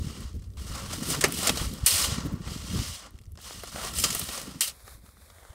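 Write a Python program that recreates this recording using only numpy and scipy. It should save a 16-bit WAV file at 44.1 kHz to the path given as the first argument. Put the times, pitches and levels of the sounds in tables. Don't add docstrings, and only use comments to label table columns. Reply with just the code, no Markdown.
import sys
import numpy as np
from scipy import signal
from scipy.fft import rfft, irfft
from scipy.io import wavfile
from scipy.ndimage import uniform_filter1d

SR = 44100
rng = np.random.default_rng(int(sys.argv[2]) if len(sys.argv) > 2 else 0)


def int16_out(signal):
    q = np.round(np.clip(np.atleast_2d(signal).T, -1, 1) * 32767)
    wavfile.write(sys.argv[1], SR, q.astype(np.int16))


N = 244314

# (time [s], rumble level [dB], flutter level [dB])
WIND_LEVELS = [(0.0, -20, -37), (0.04, -40, -38.5), (0.28, -40.5, -53), (0.37, -36.5, -46.5),
               (0.48, -41.5, -53), (1.14, -38, -35), (1.48, -42, -37), (1.71, -32, -37), (1.8, -45, -42),
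               (1.83, -35.5, -47), (1.9, -44, -49.5), (2.16, -40, -36.5), (2.55, -38, -44.5),
               (2.67, -50, -49.5), (2.75, -36.5, -32.5), (2.95, -43.5, -62.5), (3.01, -55, -59),
               (3.29, -45, -57.5), (3.42, -53, -60), (4.03, -41, -43), (4.57, -56, -49), (4.8, -57, -73),
               (4.91, -51.5, -63.5), (5.46, -58.5, -70.5), (5.51, -47, -75), (5.54, -70, -73)]
# (frequency [Hz], density [dB per Hz])
RUMBLE_SPECTRUM = [(8.8, -52.5), (15, -22.5), (30, -5.5), (59, 10.5), (97, 4.5), (144, -13.5), (250, -36.5),
                   (320, -57.5), (550, -120)]
FLUTTER_SPECTRUM = [(70, -37.5), (130, -1.5), (200, -1), (300, -8), (500, -18), (900, -41)]
# (time [s], level [dB], frequency [Hz])
EDDY_POPS = [(.009, -28, 83), (.042, -26.5, 170), (.066, -23, 116), (.195, -33, 90), (.381, -30, 97),
             (.56, -34, 53), (0.699, -30.5, 62.6), (.88, -30.5, 76), (1.02, -22, 201), (1.159, -31, 84),
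             (1.5, -25, 190), (1.64, -31, 190), (1.83, -21, 99), (2.119, -21, 103), (2.181, -21, 171),
             (2.277, -28, 125), (2.336, -20, 137), (2.405, -27.5, 149), (2.47, -27.5, 121),
             (2.559, -26.5, 186), (2.705, -24.5, 110), (2.73, -24, 149), (2.755, -21.5, 120),
             (2.79, -19, 87), (2.889, -29.5, 85), (3.143, -35, 79), (3.203, -38, 73), (3.266, -35.5, 54),
             (3.327, -33.5, 70), (3.744, -32, 180), (3.988, -29, 83), (4.949, -43, 51), (5.009, -49, 61),
             (5.489, -44, 54.6)]
POP_CYCLES, POP_SKEW = 1.76, 0.68
POP_OVERTONE = 0.23

# (time [s], flow level [dB], coarseness [dB])
SAND_MOVEMENTS = [
    [(0, -52.5, -7), (.09, -47.5, -0.5), (.21, -49.5, -1), (.285, -55, -2.5), (.365, -68, -6),
     (.43, -69, -4), (.5, -77, 1), (.566, -76, 0)],
    [(.57, -52.5, -0.5), (.62, -50.5, -5), (.764, -43.5, 5), (.856, -46, 4), (.924, -40.5, 2.5),
     (1.008, -46.5, -5)],
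    [(1.008, -44, 2.5), (1.115, -34, -4), (1.147, -35, 10), (1.205, -47, -2), (1.235, -41, 13),
     (1.29, -42, 4), (1.355, -37.5, -5.5), (1.47, -32, 8.5), (1.527, -40, 0.5), (1.61, -35.5, 6),
     (1.718, -47.5, -4), (1.826, -54, 1.5), (1.862, -44, -2)],
    [(2.38, -71, 2), (2.42, -56, 0), (2.452, -49.5, 2), (2.528, -42, -1), (2.608, -46.5, -3),
     (2.82, -38.5, -1.5), (2.963, -42, -5), (3.07, -55, 4.5), (3.107, -64, 2), (3.24, -78.5, 2),
     (3.368, -89.5, -3)],
    [(3.375, -62, 7), (3.406, -54, -13), (3.462, -44.5, -1.5), (3.626, -48.5, -4.5), (3.682, -45, 1),
     (3.718, -50.5, -10.5)],
    [(3.718, -49.5, 0), (3.761, -44.5, 1.5), (3.817, -41, 7), (3.877, -38.5, 5.5), (3.925, -45, 1),
     (3.993, -35.5, -9), (4.045, -35, -2), (4.081, -38.5, 2), (4.216, -39.5, -5.5), (4.26, -43, -2),
     (4.304, -39.5, 1), (4.372, -40.5, 2.5), (4.544, -54, 0), (4.608, -54, -4)],
]
MOVEMENT_FINES_DB = [-2.5, 0, 1, -3.5, -1, 2.5]
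# (frequency [Hz], density [dB per Hz])
SAND_SPECTRUM = [(150, -32.5), (290, -13.5), (560, -1), (760, -7), (1280, -6), (1700, -8.5), (1960, -7),
                 (2450, -10), (2900, -8.5), (5030, -6), (7000, -10), (9450, -13.5), (10100, -17),
                 (16200, -24)]
# (frequency [Hz], level [dB], t60 [s])
BLADE_MODES = [(1155, 0, 0.02), (1350, -2, 0.21), (1870, -7.5, 0.078), (2890, -3.5, 0.085),
               (3160, -6.5, 0.38), (4140, -13, 0.24), (4370, -31.5, 0.031), (4500, -16, 0.32),
               (5020, -10.5, 0.27), (5270, -11.5, 0.36), (5830, -16.5, 0.16), (6100, -9.5, 0.092),
               (6730, -10, 0.037), (7240, -13, 0.26), (7710, -4.5, 0.056), (8530, -4.5, 0.054),
               (8230, -7.5, 0.037), (9220, -5.5, 0.036), (9630, -14.5, 0.03), (10530, -17, 0.074),
               (11100, -18, 0.076), (11430, -28.5, 0.017), (12200, -21.5, 0.033), (11800, -25.5, 0.016),
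               (14340, -27.5, 0.028), (14900, -23, 0.048)]
# (time [s], level [dB], push [s], change over the push [dB], stop [s], coarseness [dB])
BLADE_STABS = [(1.862, -25, .17, -2.5, 0.38, -2), (4.606, -30, 0.086, -8, 0.069, -8)]
STAB_RISE_S, BITE_DB, BITE_S = 0.0067, 3.5, 0.028
STOP_DB = -37
DIG_DB_PER_S = 19
STAB_FINES_DB, DAMP_DB_PER_S = 1.5, -22.5
STILL_DB = -80
MIDDLE_DB, CRUNCH_DB, CRUNCH_SLOPE = -43.5, -6, -0.41
HISS_DB, HISS_SLOPE, HISS_FLOOR_DB = -5.5, 0.26, -74.5
HISS_PER_COARSE = -0.4

# (frequency [Hz], density [dB per Hz])
AIR_SPECTRUM = [(150, -50.5), (250, 1.5), (484, 5), (674, 5), (1450, -26.5), (2160, -9), (6250, -13),
                (8120, -38), (16000, -25)]
AIR_DB = -79.5

# (time [s], level [dB], thud [dB], sizzle [dB], body t60 [s])
STONE_HITS = [(.2053, -46, -11, 14.5, .016), (.4203, -53, -11.5, -24, 0.051), (.44, -52, -5, 0, .03),
              (.572, -48, -8, -7, 0.023), (1.2095, -22, -18, -5, 0.069), (1.2391, -13, -2, -9.5, 0.064),
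              (1.2826, -41, 6, 14, 0.059), (1.3232, -21.5, -29, 21, 0.0072), (1.4705, -15.5, -12, 1, 0.053),
              (1.4918, -17.5, -4, -6.5, 0.048), (1.5718, -27, -7.5, -4.5, 0.043),
              (1.737, -39.5, -16, 9, .023), (1.8614, -26.5, -33, 12.5, .1), (2.3328, -61, 11, -8, .045),
              (2.474, -52, 15, -8, 0.036), (2.758, -50, 14, -8, 0.033), (2.7896, -32, -1.5, 4, 0.021),
              (3.107, -55, -3, 16, 0.013), (3.1876, -47.5, -12, -15, 0.019), (3.2135, -56, -8, 5.5, .024),
              (3.3199, -62, -17, 21, 0.022), (3.3544, -50, -9, -24, .024), (3.3739, -39, -25, -21, 0.01),
              (3.3873, -51, 4, -9, 0.034), (3.4024, -46, 0, -18, 0.013), (3.4163, -44.5, -18, 11, .017),
              (3.5082, -46.5, 13.5, -6, 0.012), (3.6349, -46, 11, 13, 0.04), (3.7591, -39, 11.5, -7, 0.019),
              (3.7811, -39.5, 7, -10, 0.054), (3.9365, -36, -6, 4, 0.035), (3.9852, -40.5, -3, -8, 0.089),
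              (4.0385, -18.5, -8, 1.5, 0.074), (4.103, -24.5, -17, -4.5, .05), (4.127, -27, -8, 2, 0.034),
              (4.1483, -30.5, -5, 9.5, 0.098), (4.1939, -38, 0, 18.5, 0.06), (4.213, -32, -5, -4, .054),
              (4.2873, -36, -1, 0, 0.064), (4.4147, -34.5, -2, 7, 0.025), (4.6079, -23.5, -35, -25, 0.054)]
STONE_RISE_S = 0.00065
STONE_HZ, DB_PER_OCTAVE = 3500, 12.5
# (start [s], end [s], level [dB])
GRAIN_TRICKLES = [(0.329, 0.547, -57), (3.136, 3.4, -58.5)]
# (central thud [dB], sizzle [dB], body t60 [s])
GRAIN_BURST = (-8, 0, .016)
GRAIN_SPREAD_DB = 2.5
# (time [s], level [dB])
CLOD_HITS = [(0.9297, -28), (1.0797, -47), (1.1013, -25), (1.1436, -34), (1.3873, -30.5), (1.428, -24.5),
             (1.459, -43), (1.4774, -22), (1.5074, -35), (3.0596, -45.5), (3.4318, -61), (3.6715, -39),
             (3.8442, -30), (3.8791, -36.5), (4.374, -29)]
# (thud [dB], sizzle [dB], body t60 [s], pitch [Hz], rise constant [s])
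CLOD_BURST = (-3, -5, .045, 6500, .003)
# (frequency [Hz], width before added damping [Hz], level [dB])
TUB_MODES = [(504, 13, 1.5), (720, 28, 5), (1234, 58, 4), (1370, 16, -3), (1944, 91, -1), (2220, 36, -8)]

# (time [s], level [dB], tilt [dB per octave], ring length [share of bare t60])
BLADE_BLOWS = [(1.101, -19.5, 9, 0.98), (1.4696, -28, 9, 0.55), (1.8622, -0.5, 11, 0.26),
               (3.935, -32, 3, .8), (3.9524, -28, 13, .8), (3.985, -15.5, 10, 1), (3.998, -17, 17, 1),
               (4.0378, -12.5, 5.5, 0.84), (4.6078, -7, 11, 0.38)]

# (time [s], level [dB])
RUSTLE_LEVELS = [(4.76, -55.5), (4.844, -56.5), (4.874, -51.5), (4.942, -52), (5.002, -65), (5.064, -57),
                 (5.154, -62), (5.222, -58), (5.508, -57.5), (5.516, -59.5), (5.54, -59)]
# (frequency [Hz], density [dB per Hz])
SACK_SPECTRUM = [(88, -52), (150, -36), (265, -22), (304, 11), (369, -21), (536, 0), (910, -11),
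                 (984, -4.5), (1670, -7), (2470, -9.5), (2890, -25), (3660, -10.5), (6200, -17),
                 (10100, -11.5), (16200, -19)]
# (time [s], level [dB], thud [dB], pitch [Hz])
SACK_SNAPS = [(4.8777, -43.5, 2, 1700), (4.9094, -55, -10, 1520), (5.0604, -54.5, 1, 1250),
              (5.0892, -56, 1, 1500), (5.1694, -59.5, 3.5, 1310), (5.3, -49.5, 3.5, 4000),
              (5.3837, -57, 9.5, 1080), (5.4294, -55, 6, 1500), (5.4497, -52.5, 7, 1160),
              (5.5014, -54, 8, 1640), (5.53, -55, 6, 800)]
# (sizzle [dB], body t60 [s], rise constant [s])
SNAP_BURST = (-10, .024, .0008)
GLIDE_S, SLIDE_PER_S, RUSTLE_LOW_DB, LOW_GAIN_DB_PER_S = 5.2, 0.48, -3.5, 19

BAND_LIMIT_HZ = 15740


def amp(db):
    return 10 ** (np.asarray(db) / 20)


def evened(x):
    return x / np.sqrt(np.mean(x ** 2) + 1e-20)


def read(points, hz):
    f, value = np.transpose(points)
    return np.interp(np.log(hz + 1), np.log(f + 1), value)


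def columns(rows, t):
    s, *values = np.transpose(rows)
    return [np.interp(t, s, v) for v in values]


def coloured(x, db_of):
    gain = amp(db_of(np.fft.rfftfreq(len(x), 1 / SR)))
    return irfft(rfft(x) * gain, len(x))


def wander(hz):
    return evened(signal.lfilter(*signal.butter(2, hz, fs=SR), rng.standard_normal(N)))


def wind():
    rumble_db, flutter_db = columns(WIND_LEVELS, np.arange(N) / SR)
    lumps = wander(21.7)
    deep, quick = rng.standard_normal((2, N))
    deep = coloured(deep, lambda hz: read(RUMBLE_SPECTRUM, hz))
    quick = coloured(quick, lambda hz: read(FLUTTER_SPECTRUM, hz))
    rumble = evened(amp(2.0 * lumps + 1.5 * wander(5)) * deep)
    flutter = evened(amp(3.0 * lumps + 2.4 * wander(17) + 1.4 * wander(45)) * quick)
    out = amp(rumble_db) * rumble + amp(flutter_db) * flutter
    t = np.arange(6000) / SR
    for (s, db, hz), turn in zip(EDDY_POPS, rng.random(len(EDDY_POPS))):
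        hump = np.sin(np.pi * np.minimum(t * hz / POP_CYCLES, 1) ** POP_SKEW) ** 2
        tone = sum(POP_OVERTONE ** k * np.sin(2 * np.pi * ((k + 1) * hz * t + turn)) for k in range(4))
        part = out[round(s * SR):][:6000]
        part += (amp(db) * hump * tone)[:len(part)]
    return out


def ramp(hz, lo_hz, hi_hz):
    position = np.log((hz + 1) / lo_hz) / np.log(hi_hz / lo_hz)
    return np.sin(np.pi / 2 * np.clip(position, 0, 1)) ** 2


def impacts(per_s, spread_db):
    return amp(spread_db * np.minimum(rng.exponential(1, N), 3)) * (rng.random(N) < per_s / SR)


def grains(per_s, spread_db, smear_s, clump_db, clump_hz):
    sizes = impacts(per_s, spread_db)
    power = signal.lfilter([1], [1, -np.exp(-1 / (smear_s * SR))], sizes ** 2)
    return evened(np.sqrt(1 + power) * amp(clump_db * wander(clump_hz)) * rng.standard_normal(N))


def pebbles():
    t, out = np.arange(512) / SR, np.zeros(N)
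    for hz in np.geomspace(2200, 10000, num=24):
        sizes = impacts(per_s=12, spread_db=2.4)
        click = np.sin(2 * np.pi * hz * t) * t * hz * np.exp(-t * hz / 4.2)
        out += signal.oaconvolve(sizes, click)[:N]
    return evened(out)


def blade(hz, damping_hz):
    response = 0
    for mode_hz, db, t60 in BLADE_MODES:
        width_hz = np.log(1000) / np.pi / t60 + damping_hz
        response = response + amp(db) / (1 + 2j * (hz - mode_hz) / width_hz)
    return response


def flow():
    t = np.arange(N) / SR
    power, kind_db = amp(STILL_DB) ** 2, 0
    for rows, fines_db in zip(SAND_MOVEMENTS, MOVEMENT_FINES_DB):
        db, grain_db = columns(rows, t)
        on = (t >= rows[0][0]) * (t < rows[-1][0])
        power = power + amp(db) ** 2 * on
        kind_db = kind_db + np.array([grain_db, fines_db + 0 * t]) * on
    for s, db, push, push_db, stop, grain_db in BLADE_STABS:
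        u = np.maximum(t - s, 0)
        shape_db = BITE_DB * np.exp(-u / BITE_S) + push_db * np.minimum(u / push, 1)
        shape_db = shape_db + STOP_DB * np.maximum(u - push, 0) / stop
        stab = amp(db + shape_db) ** 2 * np.minimum(u / STAB_RISE_S, 1) ** 2
        depth = np.minimum(u, push + stop)
        dug_db = np.array([grain_db + DIG_DB_PER_S * depth, STAB_FINES_DB + DAMP_DB_PER_S * depth])
        kind_db = (power * kind_db + stab * dug_db) / (power + stab)
        power = power + stab
    return 10 * np.log10(power), *kind_db


def sand():
    stream = grains(per_s=250, spread_db=-1.5, smear_s=0.0091, clump_db=-0.84, clump_hz=60)
    stream = stream + amp(-14.5) * pebbles()
    hz = np.fft.rfftfreq(N, 1 / SR)
    steel = rfft(stream) * amp(read(SAND_SPECTRUM, hz)) * (1 + amp(5.0) * blade(hz, damping_hz=69.7))
    low, high = 1 - ramp(hz, 1100, 3900), ramp(hz, 6400, 12000)
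    grit_db, coarse_db, fines_db = flow()
    quick_db = grit_db - MIDDLE_DB
    crunch_db = grit_db + np.minimum(CRUNCH_DB + CRUNCH_SLOPE * quick_db, -1) + coarse_db
    hiss_db = grit_db + HISS_DB + HISS_SLOPE * quick_db + HISS_PER_COARSE * coarse_db + fines_db
    hiss_db = np.maximum(hiss_db, HISS_FLOOR_DB)
    bands = [(grit_db, 1 - low - high), (crunch_db, low), (hiss_db, high)]
    return sum(amp(db) * evened(irfft(steel * share, N)) for db, share in bands)


def air():
    return amp(AIR_DB) * evened(coloured(rng.standard_normal(N), lambda hz: read(AIR_SPECTRUM, hz)))


def knocks(rows):
    out, t = np.zeros(N + 4096), np.arange(4096) / SR
    bins_hz = np.fft.rfftfreq(4096, 1 / SR)
    tub = sum(amp(db) / (1 + 2j * (bins_hz - hz) / (width + 130)) for hz, width, db in TUB_MODES)
    noises = rng.standard_normal((len(rows), 2, 4096))
    for (s, db, thud_db, sizzle_db, t60, hz, rise), (noise, rough_noise) in zip(rows, noises):
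        edges = [(1600, 8500), (7000, 15000), (hz * 0.71, hz * 1.27)]
        bands = [signal.lfilter(*signal.butter(2, e, "band", fs=SR), noise) for e in edges]
        wide, sizzle, ping = (evened(band) for band in bands)
        thud = evened(irfft(rfft(noise) * tub / (1 + (bins_hz / 2600) ** 4)))
        fall_db = -60 * t / max(t60, .004)
        body = wide + .55 * ping
        burst = amp(thud_db + 0.8 * fall_db) * thud + amp(fall_db) * body
        burst = burst + amp(sizzle_db + 3.0 * fall_db) * sizzle
        roughness = amp(1.4 * evened(uniform_filter1d(rough_noise, size=30)))
        at = round(s * SR)
        out[at:at + 4096] += amp(db) * burst * roughness * (1 - np.exp(-t / max(rise, .0001)))
    return out[:N]


def stones():
    rows = list(STONE_HITS)
    for start, end, db in GRAIN_TRICKLES:
        for at, size, tone in rng.random((8, 3)):
            level_db = db - GRAIN_SPREAD_DB * np.log(size + .05)
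            thud_db = GRAIN_BURST[0] + 12 * (tone - .5)
            rows.append((start + at * (end - start), level_db, thud_db, *GRAIN_BURST[1:]))
    sharp = []
    for row in rows:
        pitch_hz = STONE_HZ * 2 ** ((row[3] - row[2]) / DB_PER_OCTAVE)
        sharp.append((*row, np.clip(pitch_hz, 1500, 9500), STONE_RISE_S))
    return knocks(sharp + [(*row, *CLOD_BURST) for row in CLOD_HITS])


def clinks():
    out, t = np.zeros(N + 8192), np.arange(8192) / SR
    hz, mode_db, t60 = np.transpose(BLADE_MODES)[:, :, None]
    draws = rng.standard_normal((len(BLADE_BLOWS), 2, len(BLADE_MODES), 1))
    for (s, db, tilt_db, share), (level_draw, turn) in zip(BLADE_BLOWS, draws):
        level_db = mode_db + tilt_db * np.log2(hz / 6000) + 1.1 * level_draw - 60 * t / (t60 * share)
        ring = (amp(level_db) * np.sin(2 * np.pi * (hz * t + turn))).sum(0)
        at = round(s * SR)
        out[at:at + 8192] += amp(db) * ring / abs(ring).max() * (1 - np.exp(-t / 0.00017))
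    return out[:N]


def reshaped(x, db_of):
    hz, t, z = signal.stft(x, SR, nperseg=256, noverlap=192)
    return signal.istft(z * amp(db_of(hz[:, None], t)), SR, nperseg=256, noverlap=192)[1][:N]


def sack():
    def colour(hz, s):
        glided = np.maximum(s - GLIDE_S, 0)
        low_db = RUSTLE_LOW_DB + LOW_GAIN_DB_PER_S * glided
        slid_db = read(SACK_SPECTRUM, hz / (1 - SLIDE_PER_S * glided))
        return slid_db + low_db * (1 - ramp(hz, 2600, 3800))

    crackle = grains(per_s=130, spread_db=1.0, smear_s=0.00082, clump_db=-0.5, clump_hz=30)
    stream = evened(reshaped(crackle, colour))
    sizzle_db, t60, rise = SNAP_BURST
    snaps = knocks([(s, db, thud_db, sizzle_db, t60, hz, rise) for s, db, thud_db, hz in SACK_SNAPS])
    return amp(columns(RUSTLE_LEVELS, np.arange(N) / SR)[0]) * stream + snaps


def scene():
    t = np.arange(N) / SR
    field = np.clip((4.78 - t) / 0.049, 0, 1)
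    quiet_spot = np.clip((t - 4.55) / 0.14, 0, 1)
    mix = field * (sand() + air()) + stones() + clinks() + quiet_spot * sack() + wind()
    return np.array([mix, mix])


def record(dry):
    lowpass = signal.firwin(1023, BAND_LIMIT_HZ, window=("kaiser", 9), fs=SR)
    return signal.oaconvolve(dry, lowpass[None], "same")


dry = scene()
out = record(dry)
int16_out(out)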